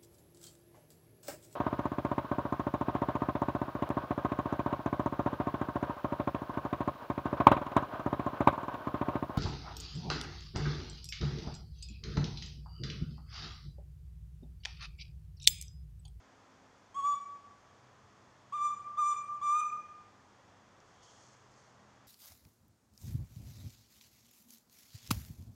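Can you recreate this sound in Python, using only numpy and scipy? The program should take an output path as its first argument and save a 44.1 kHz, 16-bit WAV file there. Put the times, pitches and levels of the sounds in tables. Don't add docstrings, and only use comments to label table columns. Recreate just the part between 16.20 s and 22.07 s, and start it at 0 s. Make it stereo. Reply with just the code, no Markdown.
import sys
import numpy as np
from scipy import signal
from scipy.fft import rfft, irfft, next_fast_len
from scipy.io import wavfile
from scipy.ndimage import uniform_filter1d

SR = 44100
rng = np.random.default_rng(int(sys.argv[2]) if len(sys.argv) > 2 else 0)


def volts_from_db(level):
    exponent = np.asarray(level, float) / 20
    return 10 ** exponent


def transcribe(u):
    v = np.clip(np.atleast_2d(u).T, -1, 1)
    q = np.round(v * 32767).astype(np.int16)
    wavfile.write(sys.argv[1], SR, q)


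N = 258852


def at_hz(points, hz):
    table = np.array(points)
    return np.interp(np.log(np.maximum(hz, 1)), np.log(table[:, 0]), table[:, 1])


def in_time(rows):
    s, *columns = np.transpose(rows)
    return [np.interp(np.arange(N) / SR, s, c) for c in columns]


def gate(start_s, end_s, rise_s, fall_s):
    t = np.arange(N) / SR
    return np.clip((t - start_s) / rise_s, 0, 1) * np.clip((end_s - t) / fall_s + 1, 0, 1)


def bump(centre_s, width_s):
    t = np.arange(N) / SR
    return np.exp(-0.5 * ((t - centre_s) / width_s) ** 2)


def turning(hz, t):
    return np.exp(2j * np.pi * hz * t)


def coloured(spectrum):
    hz = np.fft.rfftfreq(N, 1 / SR)
    inside = (hz >= spectrum[0][0]) & (hz <= spectrum[-1][0])
    x = irfft(rfft(rng.standard_normal(N)) * volts_from_db(at_hz(spectrum, hz)) * inside, N)
    return x / x.std()


def drift(hz):
    return coloured([(0.031 * hz, 0), (hz, 0), (4 * hz, -24)])


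def wide(mid, side):
    return np.array([mid + side, mid - side])


# [t/s, pitch f/Hz, level/dB, mouth brightness level/dB]
COOS = [
    [(0.742, 1045, -55.5, -63.5), (0.774, 1133, -35.5, -62.5), (0.805, 1108, -35, -61),
     (0.822, 1095, -42, -63), (0.846, 1143, -31.5, -58.5), (0.876, 1160, -28.5, -49),
     (0.94, 1148, -30, -55.5)],
    [(2.322, 1074, -45.5, -67.5), (2.336, 1154, -37.5, -70.5), (2.35, 1201, -38.5, -66),
     (2.396, 1170, -38, -64.5), (2.45, 1191, -30, -52.5), (2.472, 1184, -30, -51.5),
     (2.5, 1166, -38.5, -61.5)],
    [(2.77, 1123, -41, -71.5), (2.782, 1183, -34, -64.5), (2.794, 1213, -30, -55),
     (2.832, 1174, -28.5, -52), (2.842, 1175, -29, -50.5), (2.894, 1191, -32, -46.5),
     (2.928, 1174, -28.5, -50.5)],
    [(3.212, 1093, -43, -69), (3.234, 1190, -36, -60), (3.272, 1172, -31, -53.5), (3.298, 1176, -29, -49.5),
     (3.356, 1209, -25.5, -51.5), (3.366, 1223, -30, -51), (3.402, 1217, -30.5, -46)],
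]
# [second partial level/dB, third partial level/dB, breath level/dB]
COO_COLOURS = [
    (-68, -61.5, -66),
    (-54, -65.5, -70.5),
    (-52.5, -62, -66.5),
    (-47, -62, -66.5),
]
# [f/Hz, level/dB]
THROAT = [(5200, -6.5), (5700, -16), (5950, 0.5), (7000, 0.5), (8050, -12.5), (8350, -5.5), (9200, -25.5),
          (9600, -14), (10800, -43.5), (12000, -38), (15000, -70)]
# [f/Hz, level/dB per Hz]
BREATH = [(300, -11.5), (1500, -2), (3300, -1), (4200, -19.5), (6500, -8), (8500, -10.5), (10500, -23),
          (15500, -43.5)]
# [t/s, level/dB]
CATCHES = [(.79, -63.5), (.855, -63), (2.335, -64), (2.38, -66), (2.94, -59), (3.355, -63), (3.41, -60)]


def monkey():
    out, air, t = np.zeros(N), coloured(BREATH), np.arange(N) / SR
    flutter_db = {1: 1.2, 2: 3}
    for rows, (second_db, third_db, breath_db) in zip(COOS, COO_COLOURS):
        start_s, end_s = rows[0][0], rows[-1][0]
        pitch_hz, first_db, bright_db = in_time(rows)
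        closing_db, flat_hz = bright_db - bright_db.max(), pitch_hz - pitch_hz.max()
        second_db = second_db + 0.92 * closing_db + 0.03 * flat_hz
        third_db = third_db + 0.1 * closing_db + 0.05 * flat_hz

        tremor = 1 + 0.001 * drift(40)
        since = np.clip(t - start_s, 0, 1) / 0.012
        scoop = 0.028 * since * np.exp(-since)
        pitch_hz = uniform_filter1d(pitch_hz, size=650) * (1 + scoop) * tremor
        phase = 2 * np.pi * np.cumsum(pitch_hz) / SR

        levels_db = [first_db + 1.63, second_db + 0.5, third_db + 2.5, 0.73 * first_db - 50]
        levels_db += [bright_db - 2.5 + at_hz(THROAT, k * pitch_hz) for k in range(5, 13)]
        voice = 0
        for k, db in enumerate(levels_db, 1):
            voice = voice + volts_from_db(db + flutter_db.get(k, 0.46) * drift(27)) * np.sin(k * phase)

        gusts = volts_from_db(1.5 * drift(35))
        puffing = 1 + 0.67 * np.sin(phase)
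        breath = volts_from_db(breath_db + 0.36 * closing_db) * gusts * air * puffing
        out += (np.sqrt(2) * voice + breath) * gate(start_s, end_s, 0.0036, 0.014)
    puffs = sum(volts_from_db(db) * bump(s, 0.0053) for s, db in CATCHES)
    return out + puffs * air


# [f/Hz, T60 t/s]
ROOM_T60 = [(300, 3.3), (1200, 1.08), (2400, 0.48), (6000, 0.7), (9000, .45), (15000, .3)]
# [f/Hz, level/dB]
ROOM_COLOUR = [(1300, -26), (2300, -10), (3600, -6), (4800, -11), (6000, -4), (7200, -4.5), (9000, -7)]
# [f/Hz, level/dB]
SIDE_SHARE = [(1300, 5.5), (2300, 7.5), (3600, -9.5), (4800, -5.5), (6000, 1.5), (9000, 0)]


def room(x):
    t = np.arange(int(1.5 * SR)) / SR
    hz, size = np.fft.rfftfreq(len(t), 1 / SR), next_fast_len(N + len(t))
    centres, parts = np.geomspace(300, 15000, 12), []
    swell = np.clip((t - 0.004) / 0.0099, 0, 1)
    for extra in ([(1, 0.0045)], SIDE_SHARE):
        white, tail = rfft(rng.standard_normal(len(t))), 0
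        for k, centre in enumerate(centres):
            share = np.interp(np.log(hz + 1), np.log(centres), np.arange(12) == k)
            dying = volts_from_db(-60 * t / at_hz(ROOM_T60, centre)) * swell
            level = volts_from_db(at_hz(ROOM_COLOUR, centre) + at_hz(extra, centre)) / np.sqrt(np.sum(dying ** 2))
            tail = tail + level * dying * irfft(white * share, len(t))
        parts.append(irfft(rfft(x, size) * rfft(tail, size), size)[:N])
    return wide(*parts)


# [t/s, f/Hz, level/dB, decay level/dB per s, octave level/dB]
RINGS = [
    (.945, 1143, -36.5, 63, -65),
    (2.502, 1184, -33, 58.5, -62),
    (2.94, 1186, -31, 35.5, -56),
    (3.409, 1212, -30, 68, -48),
]
# [offset f/Hz, level/dB against ring, fifth partial level/dB]
NEIGHBOURS = [
    (32.5, -14.5, -67.5),
    (-29, -9.5, -66.5),
    (-37.5, -13, -64),
    (32, -13.5, -55),
]
# [t/s, half width t/s, depth level/dB]
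NULLS = [(0.948, 0.0056, -8), (0.995, 0.0092, -24), (1.03, 0.054, -4), (1.051, 0.0085, -21),
         (1.179, 0.012, -2.5), (1.215, 0.024, -20), (1.238, 0.0083, -20), (1.297, 0.0084, -16.5),
         (1.4, 0.053, -15), (2.558, 0.031, -27), (2.591, 0.0043, -29), (2.61, 0.052, -6),
         (2.639, 0.017, -16.5), (2.96, 0.0055, -18), (3.0, 0.092, -7), (3.032, 0.01, -6),
         (3.051, 0.006, -14.5), (3.073, 0.025, -19), (3.211, .05, -14), (3.44, 0.0066, -8.5),
         (3.489, .02, -3), (3.509, 0.0086, -17), (3.57, 0.004, -21), (3.625, 0.018, -17.5),
         (3.676, 0.029, -19), (3.736, 0.0057, -11.5), (3.84, 0.014, -7.5), (3.95, 0.064, -13)]
# [t/s, half width t/s, left-right level/dB]
SWAYS = [
    (1.02, 0.021, 7.5),
    (2.54, 0.027, -5),
    (2.985, 0.02, -6),
    (3.07, 0.018, -9.5),
    (3.41, .02, 3),
    (3.75, 0.13, 4),
]


def standing_waves():
    out, t, beats = np.zeros((2, N)), np.arange(N) / SR, 1
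    for s, width_s, db in NULLS:
        beats = beats * (np.tanh((t - s) / width_s) + 1j * volts_from_db(db)) / abs(1 + 1j * volts_from_db(db))
    flutter = (drift(6.4) + 1j * drift(40)) * 0.64 + 0.64
    pan_db = sum(db * bump(s, width_s) for s, width_s, db in SWAYS)
    next_coo_s = [rows[0][0] for rows in COOS[1:]] + [N / SR]
    for ring, neighbour, masked_s in zip(RINGS, NEIGHBOURS, next_coo_s):
        s, hz, db, decay_db_s, octave_db = ring
        above_hz, under_db, fifth_db = neighbour
        since = np.maximum(t - s, 0)

        ripple = 1 + volts_from_db(under_db - 16 * since) * turning(above_hz, since)
        tone = volts_from_db(db + 4.5 - decay_db_s * since) * (beats * ripple * turning(hz, since)).imag

        octave_beat = 1 + volts_from_db(-6.5) * turning(42.1, since)
        octave = volts_from_db(octave_db + 1 - 75 * since) * (flutter * octave_beat * turning(2 * hz, t)).imag
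        fifth = volts_from_db(fifth_db - 92 * since) * np.sin(10 * np.pi * hz * t)

        panned = tone * volts_from_db(pan_db * [[0.5], [-0.5]])
        out += (panned + octave + fifth) * gate(s, min(s + 0.68, masked_s), 0.0077, 0.0018)
    return out


# [t/s, peak level/dB, f/Hz]
TICKS = [
    (0.1466, -68, 5960),
    (0.236, -59, 4300),
    (2.3017, -58, 6800),
    (3.037, -58.5, 6170),
    (4.6032, -44, 5800),
    (4.8314, -49, 6050),
    (5.3406, -47, 5000),
]


def ticks():
    out, t = np.zeros(N), np.arange(300) / SR
    shape = volts_from_db(-60 * t / 0.002) * np.clip(t / 0.00023, 0, 1)
    for s, db, hz in TICKS:
        at = round(s * SR)
        out[at:at + 300] += volts_from_db(db) * np.sin(2 * np.pi * hz * t) * shape
    return out


# [t/s, hold t/s, release t/s, fibres level/dB]
STROKES = [
    (4.644, 0.2, .02, -76.5),
    (4.817, .26, .2, -67.5),
    (5.3, .02, .03, -78),
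    (5.35, .08, 0.21, -73.5),
]


def rustle():
    fibres = [(4000, -6.0), (5200, -3.5), (6600, 0.5), (7600, -8), (9000, -18), (12000, -35)]
    t, drag = np.arange(N) / SR, 0
    for s, hold_s, release_s, db in STROKES:
        release_db = 13.5 * np.clip((t - s - hold_s) / release_s, 0, 4)
        drag = drag + volts_from_db(db - release_db) * gate(s, N / SR, 0.017, 1)
    grain = volts_from_db(1.2 * drift(60))
    bright = drag * grain * wide(coloured(fibres), volts_from_db(-1.5) * coloured(fibres))

    from_fold_s = t - 4.87
    crease = volts_from_db(-69.5 + np.minimum(90 * from_fold_s, -49 * from_fold_s))
    return bright + crease * coloured([(2700, -10), (3300, 3), (3900, -12)])


# [f/Hz, level/dB per Hz]
HUM = [(15, -30), (25, -14.5), (49, -7), (69, -12.5), (86, 0), (113, -5), (134, -15), (152, -4.5),
       (253, -7), (361, -7), (701, -6), (857, -6), (1000, -11), (1300, -33.5), (2200, -120)]
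HUM_SIDE = [(15, -46.5), (25, -6), (59, -8.5), (145, -7.5), (249, -6), (345, -11), (1000, -8), (1300, -39),
            (2200, -120)]
# [f/Hz, level/dB per Hz]
HISS = [(590, -34.5), (1000, 0.5), (1190, -0.5), (1490, -4.5), (1790, -5.5), (2440, -12), (3040, -14),
        (3370, -11.5), (3950, -18.5), (4380, -16), (6620, -15), (9440, -33), (15400, -44)]
HISS_SIDE = [(590, -31.5), (1000, -9.5), (1030, -4), (1130, -0.5), (1480, -2.5), (2390, -5.5), (3570, -8.5),
             (3950, -10.5), (6540, -3.5), (8520, -17), (15400, -29)]
# [f/Hz, wander as share of f, usual level/dB]
DRONES = [
    (103.3, 0.024, -76.5),
    (126.2, .012, -82),
    (206.8, 0.015, -79.5),
    (269.3, .022, -87),
]
# [t/s, length t/s, gain level/dB]
SPELLS = [
    [(5.4, .6, -3)],
    [(1.4, 2.13, 12), (3.7, 1.1, 5), (4.9, 1.13, 11)],
    [(.7, 0.3, 15), (2.3, 2.2, 5), (5.5, 0.46, 8)],
    [(-.2, .8, 15), (1.8, 0.99, 8), (3.8, 0.67, 9.5), (5.6, 0.96, 15.5)],
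]


def house():
    hum = volts_from_db(-65.5) * wide(coloured(HUM), volts_from_db(-13.5) * coloured(HUM_SIDE)) * volts_from_db(0.5 * drift(3.7))
    hiss = volts_from_db(-66) * wide(coloured(HISS), volts_from_db(-9) * coloured(HISS_SIDE))
    drones, loudest_db = 0, -69.5
    for (hz, wander, db), spells in zip(DRONES, SPELLS):
        for s, length_s, gain_db in spells:
            db = db + gain_db * gate(s, s + length_s, 0.15, 0.15)
        phase = 2 * np.pi * np.cumsum(hz * (1 + wander * drift(4.4))) / SR
        waver_db = 1.5 + 1.8 * drift(4.7)
        drones = drones + volts_from_db(np.minimum(db, loudest_db) + waver_db) * np.sin(phase)
    return hum + hiss + drones


def scene():
    near = monkey() + ticks()
    direct = near * volts_from_db(np.array([[0.3], [-0.3]]))
    return direct + room(near) + standing_waves() + house() + rustle()


def limiter(x):
    limit_db, release_db_s, step = -27, 90, 128
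    over_db = 20 * np.log10(np.abs(x).max(axis=0) + 1e-9) - limit_db
    ramp = release_db_s * np.arange(N) / SR
    held_db = np.maximum.accumulate(np.maximum(over_db, 0) + ramp) - ramp
    return x * volts_from_db(-0.5 * held_db[np.arange(N) // step * step])


def band_limit(x):
    return signal.sosfilt(signal.butter(12, 15600, fs=SR, output="sos"), x)


def record(dry):
    cut = signal.sosfilt(signal.butter(6, 40, "high", fs=SR, output="sos"), dry)
    return band_limit(limiter(cut))


dry = scene()
out = record(dry)
transcribe(out)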